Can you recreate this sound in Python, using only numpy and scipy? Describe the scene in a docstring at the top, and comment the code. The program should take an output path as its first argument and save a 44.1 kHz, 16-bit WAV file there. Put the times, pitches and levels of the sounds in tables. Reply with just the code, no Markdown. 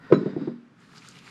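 """Glass bottle on a desk, wet palms

A small glass bottle is set down on the desk that carries the microphone: one dull thump, then softer
bumps and faint scrapes as it is let go. Two palms wet with serum meet and rub in quick strokes, with
tiny sticky clicks. A small bedroom booms at its low resonances."""
import sys
import numpy as np
from scipy import signal
from scipy.fft import rfft, irfft, next_fast_len
from scipy.io import wavfile
from scipy.ndimage import uniform_filter1d, minimum_filter1d

SR = 44100
rng = np.random.default_rng(int(sys.argv[2]) if len(sys.argv) > 2 else 0)


def wrap_up_sound(samples):
    """Save the sound to the file named by the first command line argument, as 16-bit audio."""
    columns = np.atleast_2d(samples).T
    # keep every value between -1 and 1, then stretch to whole-number steps
    tamed = np.clip(columns, -1, 1)
    steps = np.round(tamed * 32767).astype(np.int16)
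    wavfile.write(sys.argv[1], SR, steps)


N = 57330
TOP_HZ = 15350


# bumps: t/s, level/dB, thud f/Hz, boom/dB, contact noise/dB, softness/s
BUMPS = [(0.102, -28, 495, -30, -30, 0.0012), (.1115, -11, 466.7, -22.5, -24.5, 0.0054),
         (0.1235, -2, 310.2, 3, -9, 0.00041), (.139, -17.5, 354, -6, -25, .002),
         (0.176, -13.5, 230, -5.5, -23.5, 0.0041), (0.211, -19, 367, -4, -30, .003),
         (0.227, -23, 324, -11.5, -12, 0.0017), (0.259, -15, 375, 4, -22, 0.0015),
         (0.2644, -23.5, 200.5, -9, -28, 0.00052), (.29, -28, 244, -4, -9.5, 0.0039),
         (0.332, -27, 235, 7, -20.5, 0.0011), (0.364, -16.5, 322, 3, -37, 0.001),
         (0.414, -12.5, 273, -3, -22.5, 0.0075), (.473, -12, 333, -0.5, -18, 0.006)]
# desk and room modes: f/Hz, level/dB
BOOM_MODES = [(125, -49.5), (159, -22), (194, -20.5), (238, -18), (283, -23.5), (368, -18), (415, -17.5),
              (510, -18), (622, -25.5)]
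# their decay: f/Hz, t60/s
BOOM_DECAY = [(125, .3), (160, .32), (240, .36), (285, .32), (365, .14), (620, .11)]
# contact noise: f/Hz, level/dB
CONTACT_SPECTRUM = [(60, -25.5), (200, 10.5), (500, -3), (1000, 3.5), (1500, -11.5), (2200, -15.5),
                    (3200, -24.5), (5000, -31.5), (8000, -52), (14000, -64)]

def desk_bumps():
    """Each bump: a thud damped by the hand, slower flex of the desk top, low boom, contact noise."""
    thud_s, settle_s, flex_hz = 0.0083, 0.0057, 177.4
    modes = [(hz, db, along(BOOM_DECAY, hz)) for hz, db in BOOM_MODES]
    out = np.zeros(N)
    for s, db, hz, boom_db, contact_db, soft_s in BUMPS:
        t = since(s)
        sharp = 0.77 * amp(2 * db)  # a hard blow starts sharp and settles
        cycles = hz * (t + sharp * settle_s * (1 - np.exp(-t / settle_s)))
        envelope = (1 - np.exp(-t / 0.00013)) * np.exp(-(t / thud_s) ** 2)
        punch = 1 + 0.65 * amp(db)  # harder blows put more into the thud
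        thud = punch * envelope * np.sin(2 * np.pi * cycles)
        flex = amp(-2) * struck(t, rise_s=0.0024, t60=0.045) * np.sin(2 * np.pi * flex_hz * t)
        contact = amp(contact_db) * noise(CONTACT_SPECTRUM) * struck(t, rise_s=0.00028, t60=0.039)
        boom = amp(boom_db) * ring(t, modes, rise_s=0.013)
        out += amp(db) * (1 - np.exp(-t / soft_s)) * (thud + flex + boom + contact)
    return out


# edge strikes: t/s, level/dB, f/Hz
CLACKS = [(.1222, -14.5, 1080), (.263, -26, 520), (.273, -22, 440), (.362, -29, 520), (.376, -25, 480),
          (.411, -33, 830), (.48, -33, 740)]
# modes of a strike: frequency ratio, level/dB
CLACK_MODES = [(.78, -4), (0.998, -1), (1.37, -1.5)]

def edge_clacks():
    """The bottle's edge catches the wood: brief clusters of modes."""
    wood = np.zeros(N)
    for s, db, hz in CLACKS:
        modes = [(hz * ratio, mode_db, 0.019) for ratio, mode_db in CLACK_MODES]
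        wood += amp(db) * ring(since(s), modes, rise_s=0.002)
    return wood


def peak_click():
    """A brief high click, like overload, at the loudest thump's peak."""
    return amp(-34) * band_noise(5500, octaves=0.51) * struck(since(0.1263), rise_s=0.0002, t60=0.002)


# bottle modes: f/Hz, level/dB, t60/s
GLASS_MODES = [(780, -36, .13), (890, -31, .06), (1513, -27, .085), (2283, -44, .13), (3946, -40, .2),
               (4064, -48, .2), (5297, -56, .3), (6670, -56, .15), (6799, -60, .22)]

def glass_ring():
    """Low modes ring at once; high ones swell as the fingers let go, beating against close twins."""
    strike_s, let_go_s, swell_s, split_hz = 0.1245, 0.007, 0.0076, 3400
    lower = [mode for mode in GLASS_MODES if mode[0] < split_hz]
    upper = [mode for mode in GLASS_MODES if mode[0] >= split_hz]
    twins = [(hz * 1.0052, db - 4.5, t60) for hz, db, t60 in upper]
    body = ring(since(strike_s), lower, rise_s=0.0015)
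    t_free = since(strike_s + let_go_s)
    high = ring(t_free, upper, swell_s) - ring(t_free, twins, swell_s)
    return body + high + amp(-11.5) * room(high)


# slides: start/s, end/s, rise/s, fall/s, level/dB, ring/dB, rasp/dB
SCRAPES = [(0.048, 0.105, 0.05, 0.026, -55, -14.5, 1.5), (0.124, 0.31, 0.036, 0.073, -52.5, -11, -3),
           (0.398, 0.468, 0.04, 0.064, -55.5, -8.5, -6)]
# dull body: f/Hz, level/dB
SCRAPE_SPECTRUM = [(300, -14.5), (700, -4.5), (1000, -0.5), (1550, -1.5), (1900, -6), (2300, -8.5),
                   (3300, -15), (6000, -25), (14000, -64)]
# high resonances: f/Hz, width/oct, level/dB
SCRAPE_RING = [(3773, 0.1, 5.5), (4830, 0.075, 4), (7600, 0.033, -10.5)]
# low resonances: f/Hz, width/oct, level/dB
SCRAPE_RASP = [(1450, 0.069, 1), (1854, 0.083, -4.5)]

def bottle_scrapes():
    """The bottle slides into place: dull friction noise with narrow resonances."""
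    out, t = np.zeros(N), since(0)
    for start, end, rise_s, fall_s, db, ring_db, rasp_db in SCRAPES:
        swell = np.exp(np.minimum(t - start, 0) / rise_s - since(end) / fall_s)
        body = noise(SCRAPE_SPECTRUM)
        ringing = amp(ring_db) * peak_noise(SCRAPE_RING)
        rasp = amp(rasp_db) * peak_noise(SCRAPE_RASP)
        out += amp(db) * swell * (body + ringing + rasp)
    return out


# strokes: peak t/s, rise/s, fall/s, level/dB, hollow f/Hz
STROKES = [(0.83, 0.03, 0.04, -61, 1770), (.945, 0.039, 0.047, -56.5, 1415),
           (0.974, 0.015, 0.014, -53.5, 5800), (1.058, 0.027, 0.028, -54.5, 2470),
           (1.112, 0.081, 0.022, -56.5, 6400), (1.157, 0.017, 0.041, -53, 2780),
           (1.277, 0.035, 0.079, -51, 2320)]
# skin friction: f/Hz, level/dB
SKIN_SPECTRUM = [(100, -20.5), (400, -8.5), (700, -6.5), (1250, 1.5), (2000, -2), (3400, -3.5),
                 (4300, -2.5), (4850, -3), (5600, -9), (7400, -9), (8000, -16.5), (8700, -13.5),
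                 (10500, -19.5), (12500, -23), (15000, -63.5)]

def palm_strokes():
    """Each stroke swells and fades: hiss and wet grains, coloured by the hollow between the hands."""
    hollow_db, hollow_oct = 10, 0.42
    out, t = np.zeros(N), since(0)
    for s, rise_s, fall_s, db, hollow_hz in STROKES:
        friction = rng.standard_normal(N) + amp(-4) * wet_grains(hollow_hz)
        colour = lambda hz: amp(along(SKIN_SPECTRUM, hz) + hollow_db * bell(hz, hollow_hz, hollow_oct))
        from_peak = np.abs(t - s) / np.where(t < s, rise_s, fall_s)
        hiss = unit(filtered(friction, colour)) * np.exp(-0.5 * from_peak ** 2)
        light_contact = amp(-3.5) * noise(SKIN_SPECTRUM) / np.cosh(from_peak)
        out += amp(db) * (hiss + light_contact)
    return out


def wet_grains(centre_hz, per_s=1100, range_db=24, spread_oct=1.2, t60_cycles=10):
    """Tiny bursts of the wet film, each a few cycles at its own pitch; rms 1."""
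    when, pitch, faintness = rng.random((int(per_s * N / SR), 3)).T[:, :, None]
    t = np.arange(SR // 100) / SR
    hz = np.minimum(centre_hz * 2 ** (spread_oct * (2 * pitch - 1)), TOP_HZ)
    bursts = amp(-range_db * faintness) * struck(t, 1 / hz, t60_cycles / hz) * np.sin(2 * np.pi * hz * t)
    indices = (when * N).astype(int) + np.arange(len(t))
    return unit(np.bincount(indices.ravel(), bursts.ravel(), N)[:N])


# film snaps: t/s, relative level/dB, f/Hz, width/oct, t60/s
CLICKS = [(0.803, -58, 7460, .12, .012), (0.98, -28.5, 4810, 0.056, 0.0071),
          (1.021, -46, 2300, 0.29, 0.012), (1.082, -46.5, 1400, 0.091, .016),
          (1.0867, -25, 6270, 0.43, 0.0054), (1.187, -42, 3070, 0.77, 0.015)]

def sticky_clicks():
    """The liquid film snaps as the palms part."""
    return sum(2 * amp(db) * struck(since(s), 0.0019, t60) * band_noise(hz, octaves)
               for s, db, hz, octaves, t60 in CLICKS)


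# rumble envelope: t/s, level/dB
RUMBLE_LEVEL = [(0, -52.5), (.1, -50), (.55, -68), (.7, -87), (.8, -63), (.94, -54), (1.0, -57.5),
                (1.12, -55.5), (1.3, -55.5)]
# rumble colour: f/Hz, level/dB
RUMBLE_SPECTRUM = [(25, -21.5), (85, -26.5), (118, -8), (165, 0), (215, -9), (275, -3.5), (330, -21),
                   (420, -10.5), (700, -35.5), (2000, -51)]

def hand_rumble():
    """Dull rumble of the moving hands."""
    db = np.interp(since(0), *np.transpose(RUMBLE_LEVEL))
    return amp(db) * noise(RUMBLE_SPECTRUM)


# bedroom decay: f/Hz, t60/s
ROOM_DECAY = [(150, 0.8), (500, 0.24), (2000, 0.21), (6000, 0.093), (12000, 0.23)]

def room(x):
    """Room tail of x, each frequency dying at its own rate."""
    hz, t, spectra = signal.stft(rng.standard_normal(SR // 2), SR, nperseg=256)
    decay = struck(t + 0.0028, rise_s=0.0042, t60=along(ROOM_DECAY, hz)[:, None])
    tail = signal.istft(spectra * decay, SR, nperseg=256)[1]
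    return signal.fftconvolve(x, tail / np.linalg.norm(tail))[:N]


# background: f/Hz, level/dB
FLOOR_SPECTRUM = [(25, -27), (85, -15.5), (125, 2.5), (260, -1.5), (500, -15), (800, -17.5), (1400, -13.5),
                  (3000, -25.5), (6000, -35.5), (10000, -46.5), (14000, -58)]

def noise_floor():
    """Faint, steady, mostly low noise."""
    return amp(-57.5) * noise(FLOOR_SPECTRUM)


def amp(db):
    """Decibels to gain."""
    return 10 ** (np.asarray(db) / 20)


def unit(x):
    """Scale to rms 1."""
    return x / np.sqrt(np.mean(x ** 2) + 1e-20)


def along(points, hz):
    """Interpolate (f/Hz, value) points on a log axis."""
    f, values = np.transpose(points)
    return np.interp(np.log(hz + 1), np.log(f + 1), values)


def since(s):
    """Seconds since s, zero before it."""
    return np.maximum(np.arange(N) / SR - s, 0)


def filtered(x, response):
    """Apply a frequency response to x."""
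    size = next_fast_len(N + SR // 4)
    return irfft(rfft(x, size) * response(np.fft.rfftfreq(size, 1 / SR)), size)[:N]


def bell(hz, centre_hz, octaves):
    """Gaussian hump on a log-frequency axis."""
    return np.exp(-0.5 * (np.log2((hz + 1) / centre_hz) / octaves) ** 2)


def noise(spectrum):
    """Noise shaped by (f/Hz, level/dB) points; rms 1."""
    return unit(filtered(rng.standard_normal(N), lambda hz: amp(along(spectrum, hz))))


def peak_noise(peaks):
    """Noise in (f/Hz, width/oct, level/dB) peaks; rms 1."""
    response = lambda f: sum(amp(db) * bell(f, hz, octaves) for hz, octaves, db in peaks)
    return unit(filtered(rng.standard_normal(N), response))


def band_noise(hz, octaves):
    """Noise in one peak; rms 1."""
    return peak_noise([(hz, octaves, 0)])


def struck(t, rise_s, t60):
    """Quick rise, exponential fall."""
    return (1 - np.exp(-t / rise_s)) * np.exp(-np.log(1000) * t / t60)


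def ring(t, modes, rise_s):
    """Decaying (f/Hz, level/dB, t60/s) modes with 1 dB of level scatter."""
    return sum(amp(db + rng.normal(0, 1)) * struck(t, rise_s, t60) * np.sin(2 * np.pi * hz * t)
               for hz, db, t60 in modes)


def scene():
    """Desk, bottle and hands in the room."""
    desk_low_hz, airborne_hz = 112, 583  # the desk radiates little below the first, freely above the second
    wall_s = 0.014
    low_cut = signal.butter(3, desk_low_hz, "high", fs=SR, output="sos")
    knocks = signal.sosfilt(low_cut, desk_bumps() + edge_clacks() + peak_click())
    echo = amp(-15.5) * filtered(knocks, lambda hz: np.exp(-2j * np.pi * hz * wall_s))
    rub, snaps = palm_strokes(), sticky_clicks()
    handling = bottle_scrapes() + hand_rumble()
    airborne = filtered(knocks, lambda hz: hz ** 2 / (hz ** 2 + airborne_hz ** 2))
    tails = amp(-5) * room(airborne) + amp(-10) * room(rub + snaps / 2)
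    return (knocks + glass_ring() + echo + rub + snaps + handling + tails + noise_floor())[None]


def record(dry):
    """A limiter holds the thump down; the microphone dulls the top and cuts off at TOP_HZ."""
    ceiling_db, window_s, rolloff_hz = -0.6, 0.003, 13200
    size = int(window_s * SR)
    needed = np.minimum(1, amp(ceiling_db) / (np.abs(dry[0]) + 1e-9))
    gain = uniform_filter1d(minimum_filter1d(needed, 2 * size + 1), size)
    return filtered(dry[0] * gain, lambda hz: (hz < TOP_HZ) / (1 + (hz / rolloff_hz) ** 14))[None]


dry = scene()
out = record(dry)
wrap_up_sound(out)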